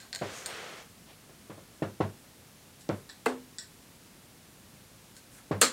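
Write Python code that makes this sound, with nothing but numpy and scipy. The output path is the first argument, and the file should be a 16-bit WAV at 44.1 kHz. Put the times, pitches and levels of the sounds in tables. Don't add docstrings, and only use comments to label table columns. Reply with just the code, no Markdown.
import sys
import numpy as np
from scipy import signal
from scipy.io import wavfile
from scipy.ndimage import uniform_filter1d

SR = 44100
rng = np.random.default_rng(int(sys.argv[2]) if len(sys.argv) > 2 else 0)


def file_out(sig):
    cols = np.atleast_2d(sig).T
    lim = np.clip(cols, -1, 1)
    pcm = np.round(lim * 32767).astype(np.int16)
    wavfile.write(sys.argv[1], SR, pcm)


def field_ratio(decibels):
    return 10 ** (np.asarray(decibels, dtype=float) / 20)


N = 252252
SPAN = SR // 3

# start_s, peak_db
FIBRE_TICKS = [
    (3.2585, -29),
    (3.2597, -27),
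    (3.2611, -26),
    (3.2635, -28),
    (3.267, -30),
    (3.2705, -31),
]
# pitch_hz, width_hz, level_db
DART_SHAFT = [(1380, 350, 13.5), (2700, 560, 1.5), (4030, 1950, -3.5), (7560, 1900, -5.5),
              (8700, 1500, -4.5), (12700, 6600, -14.0)]
# pitch_hz, level_db, fade_60db_s
BOARD_MODES = [(255, -14, 0.48), (320, -7, 0.066), (446, -3, 0.089), (472, -15, 0.38), (699, -9.5, 0.15),
               (1140, -13, 0.05), (1440, -17, 0.033), (2060, -12, 0.048), (2620, -8.5, 0.033)]
# pitch_hz, level_db (per Hz)
THUMP_TAIL = [(150, -32), (250, -10), (350, -4.5), (466, 6.5), (555, -15), (702, -1), (1200, -9),
              (1560, -10.5), (2360, -21), (4400, -25.5), (6000, -32), (8000, -25), (10000, -38),
              (16500, -48)]
THUMP_S, THUMP_DB, THUMP_TAIL_DB, KNOCK_DB = 3.2626, -17.5, -24, -9.5

# pitch_hz, level_db, fade_60db_s
STRUCK_METAL = [(464.5, -15.5, 0.24), (1290, -8, 0.059), (1300, -11, 0.058), (1730, -12, 0.077),
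                (2745, -2, 0.021), (3198, -9.5, 0.072), (4320, -14, 0.059), (4420, -1.5, 0.036),
                (6260, -13, 0.05), (6850, -1, 0.03), (8100, 0, .03), (9750, 2.5, 0.015)]
# pitch_hz, level_db (per Hz)
CRACK_TAIL = [(88, -49.5), (150, -40), (250, -4.5), (386, -13), (498, -4), (752, -13.5), (1280, -6),
              (2180, -8.5), (2810, -16), (3420, -11), (4330, -14), (5930, -15.5), (7660, -10.5),
              (15300, -30), (16500, -54)]
# pitch_hz, width_hz, level_db
LINGERING = [(1235, 140, 6.5), (2460, 720, -13), (3270, 270, -10), (4240, 850, 1.5), (7400, 970, -0.5),
             (9200, 800, -7)]
CRACK_S, CRACK_DB, CRACK_RATTLE_DB, CRACK_TAIL_DB, LINGERING_DB = 5.6139, -2.5, -12.5, -16.5, -20

# start_s, peak_db, room_tail_db, brightness_db
STEPS = [
    (0.2129, -26, -8, -1),
    (0.2145, -26, -5.5, -0.5),
    (1.291, -47.5, -3.5, -4),
    (1.4968, -31.5, -11, 2.5),
    (1.575, -41.5, -8.5, 1),
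    (1.8207, -15, -15.5, 1),
    (2.0027, -13.5, -12, -1),
    (2.8913, -15.5, -13, -0.5),
    (5.5103, -14, -12.5, -1),
]
# pitch_hz, level_db (per Hz)
STEP_TAIL = [(35, -28), (76, -38), (100, -16), (216, -4.5), (266, -13.5), (328, -4.5), (615, -3),
             (808, -11), (1020, -9.5), (1150, -25), (1280, -12), (4410, -33.5), (9000, -46), (11700, -76),
             (19800, -120)]
# delay_s, level_db
STEP_ECHOES = [(.0037, -11), (.0065, -4), (.0098, -24), (.0122, -9)]
# pitch_hz, level_db, fade_60db_s
FLOOR_MODES = [(101, -3, 0.19), (142.6, -22, 0.24), (202.3, -7, 0.17), (316, -14, 0.16)]
# pitch_hz, level_db, fade_60db_s
FLOORBOARD = [(150.8, -3, 0.11), (312, -8.5, 0.075)]
FLOORBOARD_LAG_S = 0.0015
GRIT_SNAP_S, GRIT_SNAP_DB = 2.8908, -23.5

# start_s, level_db, hardness_db (per group),
# strike_point_db (even against odd groups), room_tail_db
CLINKS = [
    (.002, -41, -2, -0.5, 2),
    (.1288, -27, -4, -3, -7),
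    (.1490, -24.5, 0.5, -0.5, -12),
    (.1592, -25, -0.5, -1, -17),
    (.19, -41.5, -4.5, 1.5, 0.5),
    (.46, -23, 2.5, -0.5, -22),
    (.464, -28, 4.2, -2, -8),
    (5.166, -41, -0.5, -0.5, -5.5),
    (5.6101, -37, 0.2, 2, -8),
]
# pitch_hz, width_hz, level_db
BARREL = [
    [(1562, 96, 11.5), (1880, 410, 3.5), (2950, 2800, -4)],
    [(3740, 850, -4.5), (4296, 350, 10), (4850, 1350, -1)],
    [(6740, 720, 6.5), (7640, 470, 2)],
    [(8370, 350, 5), (9000, 700, -2.5), (12700, 9000, -12.5)],
]
PICKS = [
    (2.81, -44.8, 4, -2.9, 0),
    (3.092, -38.5, -1, -4, 4.5),
    (3.097, -37, 0, 2.5, -11),
    (3.5845, -24, 4, -1.3, -2),
]
# pitch_hz, width_hz, level_db
PICKED = [
    [(1529, 70, 14.5), (1745, 120, 11), (1903, 60, 15.5), (2600, 820, -14)],
    [(3380, 230, -1.7), (3940, 1200, 0.43)],
    [(5030, 870, -3), (5550, 330, 4.5)],
    [(7100, 800, -8), (7760, 530, -1), (8570, 690, -10)],
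]
# delay_s, level_db
CLINK_ECHOES = [(.0048, -10.5), (.0082, -16.5), (0.0122, -22.5)]

# time_s, pressure_db
SCUFF = [
    (.2, -55),
    (.25, -47),
    (.36, -48),
    (.44, -51.5),
    (.5, -44.5),
    (.66, -47),
    (.81, -51.5),
    (.86, -64),
    (.93, -70),
]
# pitch_hz, level_db (per Hz)
RUB = [(300, -14), (430, 0.5), (600, -3), (800, -4.5), (1100, -8), (1600, -13.5), (2500, -14)]
GRIT = [(1000, -3.5), (1700, -2), (3000, 0), (5000, -8.5), (7000, -56)]
CLOTH = [(4000, -13), (5500, -4), (6900, 10), (8500, -4.5), (13000, -14)]
MEAN_PRESSURE_DB = -48
RUB_DB, RUB_FOLLOWS = -49, 0.97
GRIT_DB, GRIT_FOLLOWS = -48.5, 1.015
CLOTH_DB, CLOTH_FOLLOWS = -57, 0.6
BRUSH_S, BRUSH_WIDTH_S, BRUSH_DB = 0.385, 0.07, 10

# middle_s, length_s, level_db, pitch_hz
RUSTLES = [
    (0.023, 0.1, -60, 920),
    (.16, 0.1, -52, 580),
    (3.102, 0.06, -59, 1020),
    (1.105, 0.13, -59, 2500),
    (1.1, .1, -58.5, 557),
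    (2.812, .06, -60, 6900),
    (2.974, 0.21, -64, 8000),
    (5.175, 0.08, -56.5, 6860),
    (5.363, 0.17, -57, 7750),
    (5.386, 0.13, -60, 1380),
]
# pitch_hz, level_db (per Hz)
HISS = [(12, -56), (20, -41), (32, 10.5), (59, -2), (116, -1.5), (202, -1.5), (283, -6), (407, -10),
        (523, -10.5), (691, -13.5), (840, -14), (993, -15), (6250, -19), (10600, -20.5), (15700, -26.5)]
HISS_DB = -53.5
# pitch_hz, fade_60db_s
ROOM = [(80, 0.54), (250, 0.34), (600, 0.22), (2000, 0.23), (6000, 0.25), (10000, 0.17), (16000, .19)]

EDGES = np.r_[22 * 2 ** np.arange(0, 9.4, 1 / 3), 16600]
BANK = [signal.butter(2, pair, "band", fs=SR, output="sos") for pair in zip(EDGES, EDGES[1:])]
CENTRES = np.sqrt(EDGES[1:] * EDGES[:-1])


def rms_one(x):
    return x / np.sqrt(np.mean(x ** 2) + 1e-20)


def at_hz(points, hz):
    table_hz, values = np.transpose(points)
    return np.interp(np.log(hz), np.log(table_hz), values)


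def bands(size):
    settle = 2000
    white = rng.standard_normal((2, size + settle))
    return np.array([signal.sosfilt(sos, white[k % 2])[settle:] for k, sos in enumerate(BANK)])


def colour(spectrum):
    inside = (CENTRES > spectrum[0][0]) & (CENTRES < spectrum[-1][0])
    gains = field_ratio(at_hz(spectrum, CENTRES)) * inside
    power = np.sum(gains ** 2 * np.diff(EDGES)) * 2 / SR
    return gains / np.sqrt(power)


def decay(rise_s, t60):
    t = np.arange(SPAN) / SR
    return (1 - np.exp(-(t / rise_s) ** 2)) * field_ratio(-60 * t / t60)


def tail(gains, rise_s):
    fade_s = at_hz(ROOM, CENTRES)[:, None]
    return gains @ (bands(SPAN) * decay(rise_s, fade_s))


def push(hz, turns):
    t = np.arange(SPAN) / SR
    window = np.sin(np.pi * np.clip(t * hz / turns, 0, 1)) ** 2
    return np.sin(2 * np.pi * hz * t) * window


def modes(table, spread_db):
    t = np.arange(SPAN) / SR
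    out = 0
    for hz, db, t60 in table:
        level = field_ratio(db + spread_db * rng.normal() - 60 * t / t60)
        out = out + level * np.sin(2 * np.pi * hz * t)
    return out


def resonate(x, peaks):
    out = 0
    for k, (hz, width, db) in enumerate(peaks):
        r = np.exp(-np.pi * width / SR)
        b = (1 - r * r) / 2 * np.array([1, 0, -1])
        a = [1, -2 * r * np.cos(2 * np.pi * hz / SR), r * r]
        rung = signal.lfilter(b, a, signal.lfilter(b, a, x))
        out = out + (-1) ** k * field_ratio(db) * rung
    return out


def echoed(x, echoes):
    out = x
    for s, db in echoes:
        late = np.r_[np.zeros(round(s * SR)), x][:len(x)]
        out = out + field_ratio(db) * late
    return out


def add(track, s, sound):
    i = round(s * SR)
    track[i:i + len(sound)] += sound[:N - i]


def first_dart():
    out = np.zeros(N)
    for s, db in FIBRE_TICKS:
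        tick = rng.standard_normal(SPAN) * decay(0.0001, 0.009)
        add(out, s, field_ratio(db + 6.0) * resonate(tick, DART_SHAFT))
    thump = modes(BOARD_MODES, spread_db=2.0) * decay(0.00044, 6.5)
    add(out, THUMP_S, -field_ratio(KNOCK_DB) * push(hz=1000, turns=1.5))
    add(out, THUMP_S + 0.00226, field_ratio(THUMP_DB) * thump)
    add(out, THUMP_S, field_ratio(THUMP_TAIL_DB) * tail(colour(THUMP_TAIL), 0.016))
    return signal.sosfilt(signal.butter(3, 225, "high", fs=SR, output="sos"), out)


def second_dart():
    out = np.zeros(N)
    rattle = modes(STRUCK_METAL, spread_db=-0.5) * decay(0.0021, 9.0)
    hanging_on = resonate(rng.standard_normal(SPAN) * decay(0.0015, 0.23), LINGERING)
    add(out, CRACK_S, field_ratio(CRACK_DB) * push(hz=8870, turns=3.6))
    add(out, CRACK_S, field_ratio(CRACK_DB - 14) * push(hz=15400, turns=12.5))
    add(out, CRACK_S, field_ratio(CRACK_RATTLE_DB) * echoed(rattle, CLINK_ECHOES))
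    add(out, CRACK_S, field_ratio(CRACK_TAIL_DB) * tail(colour(CRACK_TAIL), 0.001))
    add(out, CRACK_S, field_ratio(LINGERING_DB + 9.5) * hanging_on)
    return out


def footfalls():
    out = np.zeros(N)
    heel = echoed(push(hz=351, turns=0.97), STEP_ECHOES)
    slap = echoed(push(hz=1240, turns=4.6), STEP_ECHOES)
    for s, db, tail_db, bright_db in STEPS:
        tilt = field_ratio(bright_db * np.log2(CENTRES / 400) / 2)
        boom = modes(FLOOR_MODES, spread_db=1.8) * decay(0.039, 11.0)
        room = field_ratio(tail_db) * tail(colour(STEP_TAIL) * tilt, 0.0035)
        add(out, s, field_ratio(db) * (heel + boom + room))
        add(out, s + FLOORBOARD_LAG_S, -field_ratio(db - 10.0) * modes(FLOORBOARD, spread_db=0.0))
        add(out, s + 0.00524, field_ratio(db + bright_db - 26) * slap)
    add(out, GRIT_SNAP_S, field_ratio(GRIT_SNAP_DB) * push(hz=4300, turns=1.5))
    return signal.sosfilt(signal.butter(2, 70, "high", fs=SR, output="sos"), out)


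def clinks(events, barrel, t60, edge_db):
    out, group = np.zeros(N), np.arange(len(barrel))
    tick = echoed(push(hz=8750, turns=0.6), CLINK_ECHOES)
    edge = resonate(tick, [(5470, 2700, 0)])
    for s, db, hard_db, point_db, tail_db in events:
        group_db = db + hard_db * (group - group.mean()) + point_db * (-1) ** group
        room = field_ratio(tail_db - 23.0) * rng.standard_normal(SPAN) * decay(0.002, t60)
        rung = sum(field_ratio(g) * resonate(tick + room, peaks) for g, peaks in zip(group_db, barrel))
        add(out, s, field_ratio(15.5) * rung + field_ratio(max(group_db) + edge_db) * edge)
    return out


def scuff():
    s, pressure_db = np.transpose(SCUFF)
    start, size = round(s[0] * SR), round((s[-1] - s[0]) * SR)
    t = (start + np.arange(size)) / SR
    noise, out = bands(size), np.zeros(N)
    grain = field_ratio(0.45 * rms_one(uniform_filter1d(rng.standard_normal(size), size=300)))
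    swing = np.interp(t, s, pressure_db) - MEAN_PRESSURE_DB
    brush = BRUSH_DB * np.exp(-((t - BRUSH_S) / BRUSH_WIDTH_S) ** 2)
    rub = field_ratio(RUB_DB + RUB_FOLLOWS * swing) * (colour(RUB) @ noise)
    grit = field_ratio(GRIT_DB + GRIT_FOLLOWS * swing) * (colour(GRIT) @ noise)
    cloth = field_ratio(CLOTH_DB + CLOTH_FOLLOWS * swing + brush) * (colour(CLOTH) @ noise)
    add(out, s[0], (rub + grit + cloth) * grain * signal.windows.tukey(size, 0.1))
    return out


def rustles():
    out = np.zeros(N)
    for s, length, db, hz in RUSTLES:
        size = round(length * SR)
        noise = rms_one(resonate(rng.standard_normal(SPAN), [(hz, hz * 1.13, 0)]))
        add(out, max(s - length / 2, 0), field_ratio(db) * noise[:size] * np.hanning(size))
    return out


def microphone_hiss():
    return field_ratio(HISS_DB) * (colour(HISS) @ bands(N))


def scene():
    mono = first_dart() + second_dart() + footfalls()
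    mono += clinks(CLINKS, BARREL, t60=0.31, edge_db=-4)
    mono += clinks(PICKS, PICKED, t60=0.23, edge_db=6)
    mono += scuff() + rustles() + microphone_hiss()
    return np.array([mono, mono])


def band_limit(x):
    return signal.sosfilt(signal.butter(12, 16650, fs=SR, output="sos"), x)


def record(dry):
    heard = signal.sosfilt(signal.butter(3, 69.4, "high", fs=SR, output="sos"), dry)
    heard = signal.sosfilt(signal.ellip(6, 0.5, 15, 15880, fs=SR, output="sos"), heard)
    heard = signal.sosfilt(signal.cheby2(16, 80, 16800, fs=SR, output="sos"), heard)
    return band_limit(heard)


dry = scene()
out = record(dry)
file_out(out)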